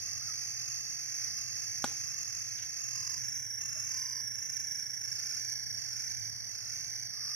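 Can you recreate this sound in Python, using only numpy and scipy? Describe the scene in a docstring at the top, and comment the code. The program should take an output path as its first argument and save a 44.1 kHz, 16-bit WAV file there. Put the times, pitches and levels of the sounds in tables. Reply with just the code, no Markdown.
"""A reedy pond in the evening: crickets sing all around, some trilling on and on, others in even chirps.
Each wing stroke is a short falling sine tone, scattered by the reeds and echoed weakly by the far bank.
Shaped noise makes a far rumble and thin hiss; damped sines and noise make one sharp knock, gliding sines
a few faint pips, and filtered random clicks a dry rustle. The recorder drops samples: a sawtooth timing
error copies the song into bands below and above it."""
import sys
import numpy as np
from scipy import signal
from scipy.fft import rfft, irfft, next_fast_len
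from scipy.io import wavfile
from scipy.ndimage import map_coordinates

SR = 44100
rng = np.random.default_rng(int(sys.argv[2]) if len(sys.argv) > 2 else 0)


def wav_record(signal):
    """Record a signal, one row per channel, as 16-bit PCM in the file named by sys.argv[1]."""
    frames = np.transpose(np.atleast_2d(signal))
    bounded = np.clip(frames, -1, 1)
    # unit amplitude maps onto the largest positive 16-bit level
    quanta = np.round(bounded * 32767).astype(np.int16)
    wavfile.write(sys.argv[1], SR, quanta)


N = 324135
TIME = np.arange(N) / SR  # s


def undb(db):
    """Decibels to gain."""
    return 10 ** (np.asarray(db) / 20)


def unit(x):
    """Scale to rms 1."""
    return x / np.sqrt(np.mean(x ** 2))


def curve(rows, axis=1):
    """One column of a time table, joined by straight lines."""
    rows = np.array(rows)
    return np.interp(TIME, rows[:, 0], rows[:, axis])


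def walk(rate):
    """Smooth random drift with a spread near 1, taking `rate` new values per second."""
    steps = np.repeat(rng.standard_normal(int(N / SR * rate) + 2), 4)
    smooth = np.convolve(steps, np.hanning(9) / 3, "same")
    return np.interp(TIME * rate * 4, np.arange(len(smooth)), smooth)


def colour(x, points):
    """Filter by a spectrum of (f/Hz, level/dB) points, joined on a log frequency scale."""
    hz, db = np.transpose(points)
    size = next_fast_len(N)
    f = np.maximum(np.arange(size // 2 + 1) * SR / size, 1)
    gain = undb(np.interp(np.log(f), np.log(hz), db))
    return irfft(rfft(x, size) * gain, size)[..., :N]


def reeds(x, pan_db, lead_ms, scatter_db, t60=0.055):
    """The direct sound reaches the two microphones apart; the stems add a short diffuse tail."""
    size = next_fast_len(N + SR // 2)
    t = np.arange(SR // 3) / SR
    tail = rng.standard_normal((2, len(t))) * undb(-60 * t / t60)
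    tail /= np.sqrt(np.sum(tail ** 2, axis=1, keepdims=True))
    sides = np.array([[.5], [-.5]])  # left, right
    f = np.arange(size // 2 + 1) * SR / size
    direct = np.exp(2j * np.pi * f * sides * lead_ms / 1000)
    paths = (direct + undb(scatter_db) * rfft(tail, size)) / np.hypot(1, undb(scatter_db))
    heard = irfft(rfft(x, size) * paths, size)[:, :N]
    # keep the source's level, then pan
    return heard * np.std(x) / np.std(heard, axis=1, keepdims=True) * undb(sides * pan_db)


# spectrum of rumble and hiss, relative: f/Hz, level/dB per Hz
AIR_SPECTRUM = [(20, -28), (45, -24), (75, -7), (115, 5), (160, -6), (230, -19), (400, -22), (760, -20.7),
                (1150, -24.3), (2700, -28), (3400, -32), (4100, -41), (8000, -43), (15000, -27)]
# stereo width of the air: f/Hz, side minus mid level/dB
AIR_WIDTH = [(30, 13), (70, 6), (130, 7.5), (260, 5), (600, -1.5), (2000, -3.5)]
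# swell of the rumble, relative: t/s, level/dB
RUMBLE_SWELL = [(0, .5), (2.2, 0), (2.75, -2.5), (3.7, 1.5), (4.25, -2), (5.2, -1), (5.7, 2.5), (6.4, 2.5),
                (7.35, -4)]
AIR_DB = -60


def air():
    """A far rumble and thin hiss; the bass is largely opposed between left and right."""
    mid, side = unit(colour(rng.standard_normal((2, N)), AIR_SPECTRUM))
    both = mid + colour(side, AIR_WIDTH) * np.array([[1], [-1]])
    bass = colour(both, [(170, -1), (400, -30)])
    swell = undb(curve(RUMBLE_SWELL) + 1.2 * walk(6))
    balance_db = np.array([[-.7], [.7]])
    return undb(AIR_DB + balance_db) * (both + (swell - 1) * bass)


BANK_S, BANK_DB = .066, -22  # delay and level of the echo


def bank(x):
    """The far bank returns a weak, scattered echo."""
    late = np.interp(TIME - BANK_S, TIME, x.mean(axis=0), left=0)
    return x + undb(BANK_DB) * reeds(late, -3, 0, 10, t60=.12)


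# faint pips: t/s, starting f/Hz, glide f/Hz, peak level/dB
PIP_NOTES = [(.208, 1170, 380, -57), (.277, 1420, -230, -50), (3.752, 640, -30, -59)]


def pips(glide_s=.024, decay_s=.007):
    """Short, pure, gliding notes from across the pond, each with a brief tail."""
    out = np.zeros(N)
    for start, hz, glide_hz, db in PIP_NOTES:
        age = np.maximum(TIME - start, 0)
        tone_hz = hz + glide_hz * (1 - np.exp(-age / glide_s))
        shape = age ** 2 * np.exp(-age / decay_s)
        tone = np.sin(2 * np.pi * np.cumsum(tone_hz) / SR)
        out += undb(db) * shape / shape.max() * tone
    return reeds(out, -1, .03, -8, t60=.2)


# dry rustles in the reeds: t/s, level/dB before the band filter
RUSTLE_STARTS = [(2.582, -24.5), (2.622, -26.5)]


def rustle(grains_per_s=700, decay_s=.025, low_hz=1400, high_hz=3500, snap=1.5):
    """Dry stems give way: a snap, then a fading run of tiny cracks."""
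    chance, size = rng.random(N), rng.standard_normal(N)
    cracks = np.zeros(N)
    for start, db in RUSTLE_STARTS:
        age = TIME - start
        grains = (age > 0) * (chance < grains_per_s / SR) * size
        run = grains * np.exp(-np.abs(age) / decay_s)
        first = np.arange(N) == int(start * SR)
        cracks += undb(db) * (run + snap * first)
    stem = signal.butter(4, [low_hz, high_hz], "band", fs=SR, output="sos")
    return reeds(signal.sosfilt(stem, cracks), -1, .03, -2, t60=.08)


# ringing modes of the knock: f/Hz, t60/s, relative level/dB
KNOCK_RING = [(245, .04, -10), (431, .021, -13), (580, .02, -12), (818, .03, -2), (1030, .013, -3),
              (1440, .016, 2), (1653, .014, -11), (3250, .018, -13), (3640, .028, -12)]
KNOCK_S, KNOCK_DB = 1.8412, -21


def knock(crack_db=-4.5, crack_s=.004, wash_db=-21.5, wash_s=.05, attack_s=.00049):
    """One hard blow close by: a brief crack, quickly damped modes and a dull wash back from the reeds."""
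    age = np.maximum(TIME - KNOCK_S, 0)
    ring = np.zeros(N)
    for k, (hz, t60, db) in enumerate(KNOCK_RING):
        decay = np.exp(-np.log(1000) * age / t60)
        ring += undb(db) * decay * np.sin(2 * np.pi * hz * age) * (-1) ** k  # alternate polarity
    crack_tone = [(40, -25), (200, -3), (450, 4), (2000, 3), (3500, 0), (8000, 3), (15000, -11)]
    crack = unit(colour(rng.standard_normal(N), crack_tone)) * np.exp(-age / crack_s)
    wash_tone = [(40, -25), (250, 3), (800, -3), (1400, -1), (3000, -5), (8000, -8), (15000, -21)]
    wash = unit(colour(rng.standard_normal((2, N)), wash_tone)) * np.exp(-age / wash_s)
    attack = 1 - np.exp(-age / attack_s)
    blow = reeds((ring + undb(crack_db) * crack) * attack, .7, 0.025, -12, t60=.06)
    return undb(KNOCK_DB) * (blow + undb(wash_db) * wash * attack)


# Every singer below: tone f/Hz, fall by the end of a stroke f/Hz, sounding share of a stroke [0-1],
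# left minus right level/dB, left's lead t/ms, scatter level/dB
RASP, WAVER_HZ = .13, 18  # usual roughness of the strokes and spread of the tone


def cricket(singer, strokes, gain, rasp, waver_hz, sag_hz=0, uneven_db=1):
    """Each whole number of strokes is a wing closure: the wing rings anew and its tone droops as it slows."""
    hz, fall_hz, share, pan_db, lead_ms, scatter_db = singer
    # 0-1 through the sounding part, centred on the whole number
    along = np.clip(((strokes + .5) % 1 - .5) / min(share, 1) + .5, 0, 1)
    # the stroke swells and dies away smoothly
    swell = unit(np.abs(np.sin(np.pi * along ** 1.1)) ** 1.2)
    tone_hz = hz - sag_hz - fall_hz * along ** 4 + waver_hz * walk(120)
    # the file's teeth catch unevenly
    grip = (1 + rasp * walk(400)) * undb(uneven_db * walk(25))
    # the wing falls still between strokes, so each one starts at a chance point of the cycle
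    number = np.cumsum(np.diff(np.round(strokes), prepend=0) != 0)
    start = rng.random(1000)[number % 1000]
    song = np.sqrt(2) * np.sin(2 * np.pi * (np.cumsum(tone_hz) / SR + start))
    return reeds(gain * swell * grip * song, pan_db, lead_ms, scatter_db)


def triller(singer, rate, db, waver_hz=28):
    """An endless trill whose pace drifts a little and whose strokes differ in strength."""
    strokes = rng.random() + np.cumsum(rate * (1 + .02 * walk(2))) / SR
    return cricket(singer, strokes, undb(db + .7 * walk(5)), RASP, waver_hz, uneven_db=1.4)


BOUT_FADE_S = .15  # time a far trill takes to start and to stop


def bouts(singer, rows, rate):
    """A far, wavering trill comes and goes: each bout fades in, holds and fades out."""
    gain = np.zeros(N)
    for start, stop, db in rows:
        from_edge = np.minimum(TIME - start, stop - TIME)
        gain += undb(db) * np.clip(from_edge / BOUT_FADE_S, 0, 1)
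    return gain * triller(singer, rate, 0, waver_hz=42)


# far singers, columns as listed above cricket()
FAR_LOW = (4730, 180, .8, -3.8, -.093, -9)
FAR_DEEP = (4635, 110, .95, -3.2, -.096, -8)
FAR_DEEPEST = (4545, 90, .85, -4.5, -.092, -8)
FAR_HIGH = (6560, 300, .9, -1.5, .07, -1)
FAR_SOFT = (5105, 130, .9, -2, .09, -3)
FAR_THIN = (7220, 400, .9, -4, .02, -2)
# each far trill's bouts: start t/s, stop t/s, level/dB
FAR_BOUTS = {"low": [(-.3, 2.1, -51), (1.9, 3.35, -59), (5, 7.6, -54.5), (7.12, 7.6, -53)],
             "deep": [(-.3, 3.3, -51.5), (5, 7.6, -53)], "deepest": [(-.3, 2, -58), (4.4, 5.1, -63),
             (5, 7.6, -57)], "high": [(-.3, 3.45, -46.5), (3.5, 7.6, -62)], "soft": [(-.05, .6, -53),
             (1.1, 1.55, -52), (1.9, 2.3, -55), (4.65, 5.05, -59), (6.1, 6.6, -57), (7.08, 7.6, -44)],
             "thin": [(1.9, 2.6, -64), (3.05, 3.6, -64), (4.3, 6.4, -66)]}


def far_trills():
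    """Six distant crickets whose wings stroke steadily within separate bouts of song."""
    far = bouts(FAR_LOW, FAR_BOUTS["low"], rate=47.3)
    far += bouts(FAR_DEEP, FAR_BOUTS["deep"], rate=49.5)
    far += bouts(FAR_DEEPEST, FAR_BOUTS["deepest"], rate=51.8)
    far += bouts(FAR_HIGH, FAR_BOUTS["high"], rate=44.15)
    far += bouts(FAR_SOFT, FAR_BOUTS["soft"], rate=50.7)
    far += bouts(FAR_THIN, FAR_BOUTS["thin"], rate=45)
    return far


# crowd members: tone f/Hz, stroke rate f/Hz, level/dB relative to the crowd's loudness
CROWD_SINGERS = [(5470, 55, -9), (5560, 43, -9.5), (5700, 47, -9), (5775, 29.6, -6), (5865, 44, -6.5),
                 (5955, 34, -6.5), (6028, 31.6, -5), (6090, 49, -10), (6125, 52, -8.5)]
# loudness of the crowd: t/s, level/dB
CROWD_LOUDNESS = [(0, -43.5), (.88, -45), (1.19, -41.5), (1.53, -45), (1.65, -43.5), (2.86, -45.5),
                  (3.26, -43.5), (3.74, -46), (3.92, -42), (4.32, -46), (4.42, -44.5), (5.1, -45.5),
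                  (6.11, -44.5), (6.55, -47.5), (6.75, -43), (7.16, -47), (7.3, -43)]


def crowd():
    """Many endless trills at their own tones and paces blur together and swell as one."""
    loudness_db = curve(CROWD_LOUDNESS)
    out = np.zeros((2, N))
    for hz, rate, db in CROWD_SINGERS:
        out += triller((hz, 200, .72, -5, .024, -2), rate, loudness_db + db)
    return out


def chirper(singer, chirps, rise_s, sag_hz, rasp, waver_hz):
    """Runs of evenly paced strokes: the first ones are weak and flat, then the wings reach full effort."""
    strokes, gain, effort = np.zeros((3, N))
    for start, last, rate, db in chirps:
        on = (TIME > start) & (TIME < last + .5 / rate)
        strokes[on] = (TIME[on] - last) * rate
        effort[on] = np.minimum((TIME[on] - start) / rise_s, 1) ** 2
        gain[on] = undb(db)
    return cricket(singer, strokes, gain * effort, rasp, waver_hz, sag_hz * (1 - effort))


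# chirping singers, columns as listed above cricket()
HIGH = (6582, 170, .68, -4.7, -.06, -6)
MIDDLE = (6214, 70, .68, -6.5, .034, -7)
LOW = (4936, 45, .8, -6, .027, -13)
HOARSE = (5330, 200, .82, -1.5, -.008, -1)
# each cricket's chirps: start t/s, last stroke t/s, stroke rate f/Hz, level/dB at full effort
CHIRP_RUNS = { "high": [(-.2, .179, 42.4, -44), (.53, .927, 42.3, -43.5), (1.3, 1.65, 42.6, -42.5),
              (2, 2.421, 42.7, -42.5), (2.75, 3.146, 42.8, -41), (3.57, 3.965, 42.7, -40.5),
              (4.3, 4.638, 43.9, -46), (4.99, 5.398, 44.5, -46), (5.74, 6.138, 43.9, -49),
              (6.46, 6.878, 44.3, -47.5)], "middle": [(.3, .595, 39.3, -46.5), (.98, 1.247, 39.6, -45.5),
              (1.66, 1.999, 40, -45), (2.35, 2.65, 39.7, -47), (3.14, 3.45, 39.6, -43.5),
              (3.8, 4.123, 40.2, -43.5), (4.46, 4.798, 40, -42.5), (5.2, 5.524, 39.7, -42.5),
              (5.94, 6.273, 39.8, -42.5), (6.69, 7.054, 39.4, -47)], "low": [(2.81, 3.166, 43.4, -42.5),
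              (3.81, 4.203, 43.2, -42.5)], "hoarse": [(.2, .45, 52, -52), (1.15, 1.4, 52, -51),
              (2.15, 2.4, 52, -51.5), (3.64, 3.849, 52.9, -46), (4.382, 4.602, 52, -56),
              (5.11, 5.37, 53.2, -45), (5.83, 6.066, 50.3, -46), (6.47, 6.736, 54.7, -46),
              (7.166, 7.321, 51.4, -44)]}


def chirping_crickets():
    """Four crickets whose wings stroke in short runs, with rests between."""
    out = chirper(HIGH, CHIRP_RUNS["high"], rise_s=.03, sag_hz=80, rasp=RASP, waver_hz=WAVER_HZ)
    out += chirper(MIDDLE, CHIRP_RUNS["middle"], rise_s=.03, sag_hz=60, rasp=RASP, waver_hz=WAVER_HZ)
    out += chirper(LOW, CHIRP_RUNS["low"], rise_s=.15, sag_hz=200, rasp=.03, waver_hz=6)
    out += chirper(HOARSE, CHIRP_RUNS["hoarse"], rise_s=.07, sag_hz=30, rasp=.2, waver_hz=30)
    return out


# near singers, columns as listed above cricket()
LEAD = (5616, 250, .66, -7.5, .024, -7)
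RIVAL = (5624, 230, .62, -6.5, .024, -5)
# loudness of the nearest trill: t/s, level/dB
LEAD_LOUDNESS = [(0, -52), (1.1, -52), (1.5, -48), (2.8, -50), (3.2, -44.5), (4.1, -45), (4.5, -42.5),
                 (5.3, -43), (6, -45.5), (6.5, -52), (7.2, -46.5)]
# loudness of the second near trill: t/s, level/dB
RIVAL_LOUDNESS = [(0, -56), (2.8, -56), (3.2, -50), (4.5, -48.5), (5.6, -49), (6.3, -57)]
# strokes per second and the middle of one stroke
LEAD_RATE_HZ, LEAD_STROKE_S = 27.265, .0222
RIVAL_RATE_HZ, RIVAL_STROKE_S = 28.9, 4.7055


def near_trills():
    """Two close crickets stroke at slightly different steady rates, so they drift in and out of step."""
    lead_strokes = (TIME - LEAD_STROKE_S) * LEAD_RATE_HZ
    rival_strokes = (TIME - RIVAL_STROKE_S) * RIVAL_RATE_HZ
    lead = cricket(LEAD, lead_strokes, undb(curve(LEAD_LOUDNESS)), RASP, WAVER_HZ)
    rival = cricket(RIVAL, rival_strokes, undb(curve(RIVAL_LOUDNESS)), RASP, WAVER_HZ)
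    return lead + rival


def scene():
    """Crickets, the knock, the pips and the rustle, echoed by the bank, over the evening air."""
    chorus = far_trills() + crowd() + chirping_crickets() + near_trills()
    return air() + bank(pips() + rustle() + knock() + chorus)


SAMPLE_SLIP_HZ, TOP_HZ = 3889.8, 15150  # rate of the timing sawtooth; upper limit of the sound


def record(dry):
    """Dropped samples make a sawtooth timing error, copying tones up and down by its rate; the top is cut."""
    late = (TIME * SAMPLE_SLIP_HZ % 1 - .5) * SR / (SR + SAMPLE_SLIP_HZ)  # in samples
    read_at = np.arange(N) - late
    slipped = np.array([map_coordinates(side, [read_at], order=3, mode="nearest") for side in dry])
    top_cut = signal.ellip(8, .2, 70, TOP_HZ, fs=SR, output="sos")
    return signal.sosfilt(top_cut, slipped)


dry = scene()
out = record(dry)
wav_record(out)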